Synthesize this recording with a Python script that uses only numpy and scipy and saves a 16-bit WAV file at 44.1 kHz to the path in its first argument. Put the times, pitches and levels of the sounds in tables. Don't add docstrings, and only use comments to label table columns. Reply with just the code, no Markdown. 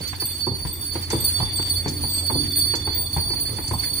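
import sys
import numpy as np
from scipy import signal
from scipy.io import wavfile
from scipy.ndimage import uniform_filter1d

SR = 44100
rng = np.random.default_rng(int(sys.argv[2]) if len(sys.argv) > 2 else 0)


def materialize(psi):
    bounded = np.clip(np.atleast_2d(psi).T, -1, 1)
    quanta = np.round(bounded * 32767).astype(np.int16)
    wavfile.write(sys.argv[1], SR, quanta)


N = 176400

# t/s, ring level/dB, level of the two high partials/dB
SMALL_STRIKES = [(0.0094, -34.5, -43), (0.197, -25.5, -32.5), (0.4047, -29, -37), (0.5397, -36.5, -37),
                 (0.8085, -34, -32.5), (0.858, -31, -35), (0.9356, -35, -38), (1.01, -39.5, -39.5),
                 (1.2412, -24, -22), (1.2994, -26, -37), (1.6941, -24, -27), (1.8894, -35.5, -36.5),
                 (2.14, -30, -42.5), (2.2587, -26.5, -33), (2.4188, -33, -46), (2.5578, -21, -22),
                 (2.5888, -21, -32.5), (2.845, -27, -35.5), (2.98, -38, -31.5), (3.1279, -25.5, -32),
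                 (3.3067, -28.5, -42.5), (3.3991, -34.5, -27.5), (3.56, -34.5, -37), (3.7827, -26, -32.5),
                 (3.8492, -41.5, -29.5), (3.9294, -28, -29)]
SMALL_HZ = [4492, 9388, 14812]
# gain/dB, t60/s, left over right/dB
SMALL_MODES = [(2.5, 0.74, -7), (6.5, 0.43, -3.5), (2, 0.28, 2.5)]
SMALL_DETUNE = [-4.6, -1.6, 0.6, 3.6]
# t/s, level/dB
HARNESS_SHAKE = [(0, -32.5), (1.0, -43.5), (1.3, -37), (1.9, -28.5), (2.4, -32.5), (2.6, -33.5), (2.8, -43),
                 (3.0, -30.5), (3.4, -34), (3.6, -39.5), (4, -30.5)]
def small_bells(rolls_per_s=35, roll_db=-11, tick_db=-4.5):
    touches = rng.uniform(0, N / SR, size=300)
    sounding = rng.random(len(touches)) < rolls_per_s * N / SR / len(touches)
    shake_db = np.interp(touches, *np.transpose(HARNESS_SHAKE))
    touch_db = np.where(sounding, shake_db + roll_db + rng.normal(0, 3.46, len(touches)), -200)
    s, ring_db, top_db = np.r_[SMALL_STRIKES, np.c_[touches, touch_db, touch_db]].T
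    ticks = decays(s, top_db + tick_db, t60=.015) * stereo_noise(2000, 18000)
    return ticks + bells(s, [ring_db, top_db, top_db], SMALL_HZ, SMALL_MODES, SMALL_DETUNE, uneven_db=6)


# t/s, level/dB of the middle partial, of the low pair, of the high pair
LARGE_STRIKES = [(0.0742, -46, -42, -40), (0.251, -37, -36, -27.5), (0.6639, -37.5, -41, -37.5),
                 (0.726, -50, -42.5, -29), (1.1159, -37.5, -31.5, -36.5), (1.2015, -33, -49, -26),
                 (1.3594, -44, -29, -60), (1.554, -31.5, -33, -33), (1.6995, -38, -53, -27.5),
                 (2.0872, -37, -38, -39), (2.1316, -29.5, -37, -28), (2.3114, -51, -36.5, -60.5),
                 (2.512, -51, -33.5, -33), (2.5691, -36.5, -40, -27), (2.7402, -51, -33.5, -48),
                 (3.0036, -40, -37.5, -40), (3.43, -52, -41, -39), (3.6214, -43, -48, -38),
                 (3.7269, -43, -41.5, -34), (3.8367, -49, -43, -36)]
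LARGE_HZ = [3535, 3514, 8330, 11892, 14208]
# gain/dB, t60/s, left over right/dB
LARGE_MODES = [(-5, 1.7, -3.5), (-6.5, 1.68, -5.5), (9.5, 0.37, -1), (-1, 0.12, -1.5), (8, 0.11, 0)]
LARGE_DETUNE = [-1.5, 1.1]
def large_bells():
    s, middle_db, low_db, top_db = np.transpose(LARGE_STRIKES)
    levels_db = [low_db, low_db, middle_db, top_db, top_db]
    return bells(s, levels_db, LARGE_HZ, LARGE_MODES, LARGE_DETUNE, uneven_db=6.5)


# t/s, ring level/dB, level of the highest partial/dB
TINY_STRIKES = [(0.2, -38.5, -37), (0.608, -36.5, -38), (1.1027, -32, -38), (1.419, -34, -50),
                (1.528, -31, -31), (2.022, -32, -37), (2.0744, -37.5, -25.5), (2.3401, -30, -40),
                (2.493, -33, -31), (2.943, -35, -20), (3.192, -32.5, -33), (3.264, -31.5, -34),
                (3.646, -34.5, -42), (3.716, -41, -46)]
TINY_HZ = [4524, 4566, 9538, 15125]
# gain/dB, t60/s, left over right/dB
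TINY_MODES = [(4, 0.93, -9.5), (3.5, 0.78, 5), (1, 0.75, -6), (1.5, 0.3, 2)]
TINY_DETUNE = [-0.9, 0.9]
def tiny_bells():
    s, ring_db, top_db = np.transpose(TINY_STRIKES)
    return bells(s, [ring_db, ring_db, ring_db, top_db], TINY_HZ, TINY_MODES, TINY_DETUNE, uneven_db=7)


WALK_M_PER_S, NEAREST_M, NEAREST_S, SOUND_M_PER_S = 1.6, 3.0, 1.5, 343
def bells(s, levels_db, pitches, modes, detunings, uneven_db, swing_m=.016):
    distance = np.hypot(NEAREST_M, WALK_M_PER_S * (np.arange(N) / SR - NEAREST_S))
    paths_m = [distance + swing_m * np.array([drift(9), drift(9)]) for _ in detunings]
    out = 0
    for hz, level_db, (db, t60, pan_db) in zip(pitches, levels_db, modes):
        shares = from_db(uneven_db * rng.standard_normal((len(s), len(detunings))))
        shares /= np.linalg.norm(shares, axis=1, keepdims=True)
        partial = np.zeros((2, N))
        for per_mille, share, path_m in zip(detunings, shares.T, paths_m):
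            own_hz = hz * (1 + per_mille / 1000)
            hits = pellet_pushes(s, from_db(level_db + db) * share, t60, own_hz)
            tone = shell_ring(hits, t60, own_hz)
            lag = 2 * np.pi * hz * path_m / SOUND_M_PER_S
            partial += tone.real * np.cos(lag) + tone.imag * np.sin(lag)
        out = out + pan(pan_db) * band(partial, hz - 350, hz + 350)
    return out


def pellet_pushes(s, sizes, t60, hz):
    pushes, ring, last = np.zeros(len(s), complex), 0j, 0
    quarter_turns = rng.choice([-1j, 1j], len(s))
    for k in np.argsort(s):
        at = int(s[k] * SR)
        gap_s = (at - last) / SR
        ring *= from_db(-60 * gap_s / t60) * np.exp(2j * np.pi * hz * gap_s)
        pushes[k] = sizes[k] * quarter_turns[k] * np.exp(1j * np.angle(ring))
        ring, last = ring + pushes[k], at
    return clicks(s, pushes)


def shell_ring(hits, t60, hz, rise_s=.003):
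    turn = np.exp(2j * np.pi * hz / SR)
    fall = from_db(-60 / (t60 * SR)) * turn
    rise = np.exp(-1 / (rise_s * SR)) * turn
    return signal.lfilter([fall - rise], np.poly([fall, rise]), hits + 1e-18)


# t/s, level/dB of clop, thud, knock, grit
HOOF_FALLS = [(0.004, -36.5, -30, -29, -49), (0.131, -29.5, -56, -58, -33), (0.22, -27.5, -38, -31, -39.5),
              (0.47, -20.5, -31, -19.5, -48), (0.481, -54, -31, -33, -52), (0.514, -52, -26.5, -33, -60),
              (0.651, -28, -22.5, -29, -38.5), (0.954, -26, -32.5, -24.5, -33), (1.105, -27, -34, -34, -30),
              (1.131, -22, -30, -17, -39), (1.149, -29, -26.5, -27, -54), (1.177, -43, -24.5, -36, -55),
              (1.403, -19.5, -22.5, -31.5, -41), (1.425, -31, -24, -34, -41), (1.594, -27, -28.5, -28, -35),
              (1.859, -23.5, -23.5, -22.5, -35), (1.876, -46, -48, -49, -38.5),
              (2.037, -25, -25.5, -30.5, -42), (2.299, -18, -30, -21.5, -36), (2.355, -36, -24, -22.5, -60),
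              (2.738, -24.5, -36, -26, -30.5), (2.874, -23.5, -27.5, -28, -33.5),
              (3.165, -20, -19, -27.5, -37), (3.179, -40, -30.5, -34, -39.5), (3.303, -30, -52, -31, -40),
              (3.334, -32, -45, -43, -42), (3.586, -28, -38, -31, -36.5), (3.711, -22, -22, -28.5, -35.5),
              (3.736, -20.5, -23.5, -34.5, -55)]
# low f/Hz, high f/Hz, gain/dB, t60/s
HOOF_PARTS = [(771, 1032, -3, 0.077), (80.4, 149, 1.5, 0.12), (220, 481, -2.5, 0.11),
              (1360, 2430, 0, 0.099)]
HOOF_RISE_S, HOOF_PAN_DB = .0012, -.5
def hooves(lead_s=.0019):
    s, *levels_db = np.transpose(HOOF_FALLS)
    out = 0
    for (low_hz, high_hz, db, t60), level_db in zip(HOOF_PARTS, levels_db):
        envelope = smoothed(decays(s - lead_s, level_db + db, t60), HOOF_RISE_S)
        out = out + band(envelope * even_noise(low_hz, high_hz), low_hz * .63, high_hz * 1.314)
    return out * pan(HOOF_PAN_DB)


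def hoof_knocks(start_hz=399.6, sag_s=.0504, t60=.12, gain_db=-1):
    s, _, _, knock_db, _ = np.transpose(HOOF_FALLS)
    t = np.arange(SR // 5) / SR
    phase = 2 * np.pi * start_hz * sag_s * np.log1p(t / sag_s)
    note = smoothed(from_db(-60 * t / t60), HOOF_RISE_S) * np.sin(phase)
    return signal.fftconvolve(clicks(s, from_db(knock_db + gain_db)), note)[:N] * pan(HOOF_PAN_DB)


# t/s, level/dB
SHOE_SCUFFS = [(0.075, -42), (0.94, -49), (1.1026, -32), (1.882, -35.5), (2.7536, -36.5), (3.679, -41.5)]
def shoe_scuffs(gain_db=9.5):
    s, db = np.transpose(SHOE_SCUFFS)
    return decays(s, db + gain_db, t60=.08) * stereo_noise(4070, 7300) * from_db(2 * drift(200))


# t/s, level/dB
CART_EFFORT = [(0, -42.5), (0.8, -42), (1.3, -40), (2.0, -39), (2.6, -39), (3.2, -38), (4, -39)]
# f/Hz, level per Hz/dB
CART_RUMBLE = [(28, -22), (42, 0.5), (65, 5.5), (110, 3.5), (160, -12.5), (205, -9), (320, -7.5),
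               (560, -17.5), (900, -17), (1300, -23)]
# f/Hz, width/Hz, gain/dB
BED_MODES = [(139.7, 18.6, -10), (292.2, 9.3, -9.5), (247, 18.5, -13.5), (346, 43, -14)]
# t/s, level/dB
BED_JOLTS = [(1.88, -26.5), (2.31, -24.5), (2.398, -29)]
CART_PAN_DB = -1
def cart(rumble_db=3.5):
    rolling = from_db(in_time(CART_EFFORT))
    s, db = np.transpose(BED_JOLTS)
    booming = signal.lfilter([.005], [1, -.995], decays(s, db, t60=.72))
    out = rolling * from_db(rumble_db) * flickering_noise(CART_RUMBLE, np.geomspace(40, 1300, num=14))
    for hz, width_hz, db in BED_MODES:
        out = out + (rolling + booming) * from_db(db) * even_noise(hz - width_hz / 2, hz + width_hz / 2)
    return out * pan(CART_PAN_DB)


# t/s, level/dB
CART_RASPS = [(1.474, -43.5), (2.565, -41), (3.37, -42), (3.45, -40), (3.49, -48), (3.832, -32)]
def cart_rasps():
    s, db = np.transpose(CART_RASPS)
    return smoothed(decays(s, db, t60=.17), rise_s=.0025) * stereo_noise(1640, 2200)


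# t/s, level/dB
HUM_LEVEL = [(0, -39.5), (0.7, -42.5), (1.3, -34.5), (1.8, -35.5), (2.4, -34.5), (3.0, -37.5), (3.4, -44.5),
             (4, -39.5)]
def hum(hz=87.8, wander_hz=2.584, waver_db=2, gain_db=5):
    phase = 2 * np.pi * np.cumsum(hz + wander_hz * drift(14)) / SR
    level = from_db(in_time(HUM_LEVEL) + gain_db + waver_db * drift(16))
    return level * np.sin(phase) * pan(CART_PAN_DB)


# f/Hz, level per Hz/dB
GRIT_SPECTRUM = [(600, 4), (1300, -7), (1850, 6.5), (2700, -2.5), (4000, 3.5), (6500, -5), (8000, -6.5),
                 (11000, -15), (16000, -8.5)]
# t/s, level/dB
GRIT_LEVEL = [(0, -41), (0.4, -49.5), (1.2, -44), (2.0, -46), (2.8, -46.5), (3.3, -48), (4, -47)]
def tyre_grit(hiss_db=2, crackles_per_s=51, crackle_db=-44.5):
    hiss = flickering_noise(GRIT_SPECTRUM, np.geomspace(1000, 16000, num=11))
    hiss *= from_db(in_time(GRIT_LEVEL) + hiss_db)
    grains = rng.random(N) < crackles_per_s / SR
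    sizes = from_db(crackle_db + 3.3 * np.minimum(rng.exponential(1, N), 3))
    crackle = dying(grains * sizes, t60=.013) * stereo_noise(1300, 8800)
    return (hiss + crackle) * pan(-2)


def street_echoes(x, t60=.45, first_echo_s=.012):
    t = np.arange(SR // 2) / SR
    echoes = rng.standard_normal((2, len(t))) * (rng.random((2, len(t))) < .05)
    echoes *= from_db(-60 * t / t60) * (t > first_echo_s)
    return signal.fftconvolve(x, echoes / np.sqrt(np.sum(echoes ** 2) / 2), axes=1)[:, :N]


# f/Hz, correlation
STEREO_LIKENESS = [(40, 0), (100, 0.89), (350, 0.88), (800, 0.21), (2000, 0), (12000, 0.25)]
def stereo_noise(low_hz, high_hz):
    mid, side = band(rng.standard_normal((2, N)), low_hz, high_hz)
    alike = at_hz(STEREO_LIKENESS, np.sqrt(low_hz * high_hz))
    return rms_one(np.sqrt(1 + alike) * mid + np.sqrt(1 - alike) * side * [[1], [-1]])


def even_noise(low_hz, high_hz):
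    noise = stereo_noise(low_hz, high_hz)
    power = uniform_filter1d(np.mean(noise ** 2, axis=0), int(2 * SR / (high_hz - low_hz)))
    return noise / np.sqrt(power + 1e-9)


def flickering_noise(spectrum, edges_hz, flicker_db=3):
    together, out = drift(45), 0
    for low, high in zip(edges_hz, edges_hz[1:]):
        db = at_hz(spectrum, np.sqrt(low * high)) + flicker_db * (together + drift(20))
        out = out + from_db(db) * np.sqrt(high - low) * stereo_noise(low, high)
    return rms_one(out)


def drift(knots_per_s):
    knots = rng.standard_normal(1000)
    return np.interp(np.arange(0, N, 8) / SR * knots_per_s, np.arange(len(knots)), knots).repeat(8)[:N]


def clicks(s, sizes):
    out = np.zeros(N, np.asarray(sizes).dtype)
    np.add.at(out, np.clip((np.asarray(s) * SR).astype(int), 0, N - 1), sizes)
    return out


def dying(hits, t60):
    return signal.lfilter([1], [1, -from_db(-60 / (t60 * SR))], hits + 1e-18)


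def decays(s, db, t60):
    return dying(clicks(s, from_db(db)), t60)


def smoothed(x, rise_s):
    keep = np.exp(-1 / (rise_s * SR))
    return signal.lfilter([1 - keep], [1, -keep], x)


def band(x, low_hz, high_hz):
    return signal.sosfilt(signal.butter(2, [low_hz, high_hz], "band", fs=SR, output="sos"), x + 1e-18)


def in_time(rows):
    return np.interp(np.arange(N) / SR, *np.transpose(rows))


def at_hz(points, hz):
    points_hz, values = np.transpose(points)
    return np.interp(np.log(hz), np.log(points_hz), values)


def pan(db):
    return from_db(np.array([[db], [-db]]) / 2)


def from_db(db):
    return 10 ** (np.asarray(db) / 20)


def rms_one(x):
    return x / np.sqrt(np.mean(x ** 2) + 1e-20)


def scene(bell_echo_db=-4.5, hoof_echo_db=-9.5):
    jingle = tiny_bells() + small_bells() + large_bells()
    steps = hooves() + hoof_knocks() + shoe_scuffs()
    rolling = cart() + cart_rasps() + hum() + tyre_grit()
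    echoes = street_echoes(from_db(bell_echo_db) * jingle + from_db(hoof_echo_db) * steps)
    return jingle + steps + rolling + echoes


def record(dry, cutoff_hz=16000):
    return signal.sosfilt(signal.ellip(12, .1, 90, cutoff_hz, fs=SR, output="sos"), dry)


dry = scene()
out = record(dry)
materialize(out)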